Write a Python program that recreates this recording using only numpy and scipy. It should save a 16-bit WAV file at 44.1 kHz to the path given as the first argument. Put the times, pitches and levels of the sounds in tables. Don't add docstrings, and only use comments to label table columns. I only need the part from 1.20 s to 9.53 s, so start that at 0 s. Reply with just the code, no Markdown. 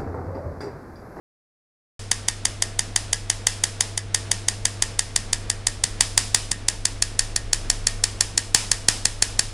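import sys
import numpy as np
from scipy import signal
from scipy.fft import rfft, irfft, next_fast_len
from scipy.io import wavfile
from scipy.ndimage import uniform_filter1d, map_coordinates

SR = 44100
rng = np.random.default_rng(int(sys.argv[2]) if len(sys.argv) > 2 else 0)


def output_pcm(signal):
    pcm = np.clip(np.atleast_2d(signal).T, -1, 1) * 32767
    wavfile.write(sys.argv[1], SR, np.round(pcm).astype(np.int16))


N = 367353

# pitch in Hz, average level in dB.
HUM_TONES = [(100.1, -38), (200, -61.5), (336, -60.5), (400, -70), (450, -57.5), (481, -59.5), (673, -58),
             (1143, -68.5)]
# frequency in Hz, relative level in dB.
FAN_COLOUR = [(20, 10), (60, 5), (130, 1.5), (230, 5), (380, 0.5), (680, -1.5), (1000, -6.5), (1400, -5.5),
              (3200, -10), (5200, -14.5), (7500, -21), (10000, -23), (13000, -47)]
PUMP_COLOUR = [(10, -27), (21, -18), (26, -12), (29, 0), (34, -25), (43, -15), (58, -24), (72, -30),
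               (130, -35.5), (400, -100)]
# time in seconds, level in dB before trim and swells.
PUMP_RIDE = [(.8, -43.5), (2.1, -38), (2.7, -45), (3.3, -41), (4.15, -36.5), (5.4, -38), (6.55, -30.5),
             (7.1, -39.5), (8.3, -35)]
# pitch in Hz, relative level in dB, seconds to fade by 60 dB.
CABINET_MODES = [(1662, -5, .14), (1702, -8, .15), (1780, -8, .14), (1842, -1, .2), (1999, -5, .11),
                 (2618, -13, .1), (3051, -10, .1), (3414, -9, .08), (3630, -9, .1), (5303, -5, .1),
                 (6824, -8, .1), (4830, -4, .1), (9650, -4, .1)]
# frequency in Hz, relative level in dB.
REVERB_COLOUR = [(100, -1), (450, -14.5), (900, 3), (1350, -0.5), (1900, 2), (3300, 3), (4200, 1),
                 (5250, 6.5), (5700, 3), (7700, 2), (10000, 1.5), (10700, -2.5), (13000, 3)]
# frequency in Hz, seconds to fade by 60 dB.
REVERB_DECAY = [(200, 0.7), (1500, 0.35), (4000, 0.51), (10000, 0.47)]
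# delay in seconds, level in dB against the crack.
EARLY_ECHOES = [(.0062, -27), (.0126, -24), (.0141, -21), (.0275, -28)]
# centre in Hz, width in Hz, relative level in dB.
GAP_FIRST = [(872, 583, -9.6), (1959, 595, -4.4), (3272, 895, -5.7), (3694, 243, -4.0), (4728, 429, 0.2),
             (5201, 226, -2.1), (5820, 560, -1.8), (6592, 786, 1.8), (7000, 542, -5.1), (7559, 256, -4.1),
             (7931, 291, -2.5), (8433, 724, -1.9), (9012, 245, -5.1), (9509, 541, -1.0), (10047, 331, -4.4),
             (10600, 900, -10)]
GAP_SECOND = [(943, 575, -8.5), (1936, 541, -4.0), (2790, 1100, -10.5), (3600, 787, -4.1), (4781, 802, 0.2),
              (5383, 218, -0.2), (5806, 484, -2.0), (6547, 927, -1.2), (6907, 291, -1.7), (7198, 228, 0.4),
              (7581, 384, -0.8), (8050, 1100, -3.0), (8526, 984, -3.2), (9407, 572, 0.8),
              (10100, 1100, -10.9)]
GAP_THIRD = [(816, 903, -10.8), (1821, 484, -3.1), (2550, 650, -8.5), (3366, 518, -7.6), (4020, 400, -7),
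             (4490, 620, 0.2), (5360, 330, 4.3), (5801, 307, -1.6), (6500, 800, 0.7), (6853, 278, -1.8),
             (7123, 373, -2.1), (7513, 749, -0.9), (8063, 645, -1.8), (8885, 607, -4.7), (9327, 315, 0.5),
             (9998, 1100, -3.3)]
# time in seconds, position from 0 (first) to 2 (third).
HAND_PATH = [(3.5, 0), (3.9, 1), (5.4, 1), (5.9, 2)]
# round trip in seconds, reflection from 0 to 1.
GAP_BOUNCES = [(.00041, .65), (.00066, .7)]
# time in seconds, strength in dB.
INK_STRENGTH = [(1.3, -11), (2.1, -10), (2.6, -7.5), (3.7, -9.5), (4.1, -11), (4.6, -10.5), (6.4, -9),
                (7.1, -8), (8.2, -6.5)]
# time in seconds, strength in dB, relative puff level in dB.
ACCENTS = [(.91, -9, -14), (1.76, -8, -22), (2.27, -5.5, -38), (2.78, -19.5, -31), (4.3, -15, -24),
           (4.81, -3, -32), (4.98, -2, -35), (5.15, -3.5, -16), (5.31, -16.5, -14), (6.16, -14.5, -18),
           (7.35, 1, -6.5), (7.69, -1, -5.5), (8.02, -5.5, -14)]
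# time in seconds, boost in dB.
BODY_RIDE = [(1.1, 1.5), (3.4, .5), (4.3, -1), (5.8, -2), (7.2, -2), (8.2, 1)]
# time in seconds, relative level in dB.
PUFF_RIDE = [(2.5, -30), (6.2, -21)]
# frequency in Hz, gain in dB.
CAMERA_EQ = [(10, 0), (10000, 0), (10400, -1.5), (11000, -8), (11700, -15), (13000, -28), (14500, -60)]

FIRST_SHOT_S, PERIOD_S = .7461, .16925
SHOT_TIMES = np.arange(FIRST_SHOT_S, N / SR, PERIOD_S)


def amp(db):
    return 10 ** (np.asarray(db) / 20)


def along(points, hz):
    f, v = np.transpose(points)
    return np.interp(np.log(hz + 1), np.log(f), v)


def ride(points, s):
    return np.interp(s, *np.transpose(points))


def wobble(rate):
    return map_coordinates(rng.standard_normal(int(N * rate / SR) + 4), [np.arange(N) * rate / SR])


def filtered(x, response):
    m = next_fast_len(x.shape[-1] + SR // 10)
    return irfft(rfft(x, m) * response(np.fft.rfftfreq(m, 1 / SR)), m)[..., :x.shape[-1]]


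def noise(colour):
    x = filtered(rng.standard_normal(N), lambda hz: amp(along(colour, hz)))
    return x / np.sqrt(np.mean(x ** 2))


def causal(gain):
    cepstrum = irfft(np.log(np.maximum(gain, 1e-6)))
    half = len(cepstrum) // 2
    return np.exp(rfft(cepstrum * np.r_[1, np.full(half - 1, 2), np.zeros(half)]))


def add(track, s, sound):
    part = track[..., round(s * SR):][..., :sound.shape[-1]]
    part += sound[..., :part.shape[-1]]


def burst(t, t60):
    x = rng.standard_normal(len(t)) * amp(-60 * t / t60)
    return x / np.linalg.norm(x)


def hum():
    t = np.arange(N) / SR
    tones = sum(amp(db) * np.sqrt(2) * np.sin(2 * np.pi * hz * (t + 1e-6 * hz * wobble(2.5)))
                for hz, db in HUM_TONES)
    return amp(1.3 * wobble(2.8)) * tones


def fan(level_db=-42, flutter_db=1.06):
    return amp(level_db + flutter_db * wobble(13)) * noise(FAN_COLOUR)


def pump(trim_db=.5, swell_db=.5):
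    rumble = noise(PUMP_COLOUR)
    envelope = np.sqrt(np.abs(uniform_filter1d(rumble ** 2, size=SR // 5)))
    level_db = ride(PUMP_RIDE, np.arange(N) / SR) + trim_db + swell_db * wobble(6)
    return amp(level_db) * rumble / envelope


def cabinet(level_db=-35.5, delay_s=.006):
    out, t = np.zeros(N), np.arange(SR // 6) / SR
    hz, db, t60 = np.transpose(CABINET_MODES)[:, :, None]
    attack = 1 - np.exp(-t / .00052)
    modes = amp(db - 60 * t / t60) * np.exp(2j * np.pi * hz * t) * attack
    for s in SHOT_TIMES:
        strengths = amp(rng.normal(0, 2, len(hz)))
        phases = np.exp(2j * np.pi * rng.random(len(hz)))
        add(out, s + delay_s, amp(level_db) * ((strengths * phases) @ modes).real)
    return out


def room_tail(width_db=-12, size=256):
    hz, t, grains = signal.stft(rng.standard_normal((2, SR // 2)), SR, nperseg=size)
    fade = amp(along(REVERB_COLOUR, hz)[:, None] - 60 * t / along(REVERB_DECAY, hz)[:, None])
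    attack = 1 - np.exp(-t / .00051)
    mid, side = signal.istft(grains * fade * attack, SR, nperseg=size)[1]
    side = amp(width_db) * filtered(side, lambda f: f ** 6 / (f ** 6 + 3700 ** 6))
    return np.array([mid + side, mid - side]) / np.linalg.norm(mid)


def vapour_puff(t, push_s=.00089, attack_s=.00091):
    puff = (1 - t / push_s) * np.exp(-t / push_s) * (1 - np.exp(-t / attack_s))
    return puff / np.linalg.norm(puff)


def snap(s, strength_db, body_db, size=2048):
    hz = np.fft.rfftfreq(size, 1 / SR)
    position = ride(HAND_PATH, s)
    gap_power = 0
    for k, gap in enumerate([GAP_FIRST, GAP_SECOND, GAP_THIRD]):
        crossfade = max(0, 1 - abs(position - k))
        gap_power += crossfade * sum(amp(db) ** 2 / (1 + (2 * (hz - centre) / width) ** 2) ** 2.5
                                     for centre, width, db in gap)
    fizz = amp(-6) * (hz / 11000) ** 12 / (1 + (hz / 11000) ** 12)
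    body = amp(body_db / (1 + (hz / 2800) ** 4)) * (hz + 5) / (hz + 100)
    level = amp(25.5 + .51 * strength_db)
    shock = causal(level * np.sqrt(gap_power + fizz ** 2) * body)
    for trip_s, reflection in GAP_BOUNCES:
        echo = np.exp(-2j * np.pi * hz * trip_s)
        shock = shock * (echo - reflection) / (1 - reflection * echo)
    return irfft(shock)[:size // 2]


def shots(strength_scatter_db=.67, puff_scatter_db=3.5, body_growth=.36):
    chance = rng.standard_normal((len(SHOT_TIMES), 2))
    ordinary_db = ride(INK_STRENGTH, SHOT_TIMES)
    strength_db = ordinary_db + strength_scatter_db * chance[:, 0]
    puff_db = ride(PUFF_RIDE, SHOT_TIMES) + puff_scatter_db * chance[:, 1]
    for s, accent_db, accent_puff_db in ACCENTS:
        nearest = np.argmin(np.abs(SHOT_TIMES - s))
        strength_db[nearest], puff_db[nearest] = accent_db, accent_puff_db
    body_db = ride(BODY_RIDE, SHOT_TIMES) + body_growth * np.maximum(strength_db - ordinary_db, 0)
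    return zip(SHOT_TIMES, strength_db, body_db, puff_db)


def laser(tick_lead_s=.0028, tick_db=3):
    out, t = np.zeros((2, N)), np.arange(SR // 25) / SR
    for s, strength_db, body_db, puff_db in shots():
        tick = filtered(burst(t[:SR // 300], t60=.06), lambda hz: hz ** 6 / (hz ** 6 + 4600 ** 6))
        add(out, s - tick_lead_s, amp(tick_db) * tick)
        crack = snap(s, strength_db, body_db)
        add(out, s, crack)
        add(out, s + .00297, amp(puff_db + 5.5) * vapour_puff(t))
        for delay_s, db in EARLY_ECHOES:
            add(out, s + delay_s + rng.normal(0, .00023), amp(db + rng.normal(0, 1, (2, 1))) * crack)
        add(out, s + .002, amp(-18.5) * signal.fftconvolve(crack, burst(t, t60=.045)))
        add(out, s, amp(12 + strength_db) * room_tail())
    return out


def scene():
    return laser() + cabinet() + hum() + fan() + pump()


def record(dry, ceiling=2.6, start_s=.793, top_hz=17000):
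    squashed = dry / (1 + np.abs(dry / ceiling) ** 4) ** (1 / 4)
    dull = filtered(squashed, lambda hz: amp(along(CAMERA_EQ, hz)))
    gate = np.arange(N) > start_s * SR
    return filtered(np.clip(dull * gate, -1, 1), lambda hz: 1 / (1 + (hz / top_hz) ** 80))


dry = scene()
out = record(dry)
output_pcm(out)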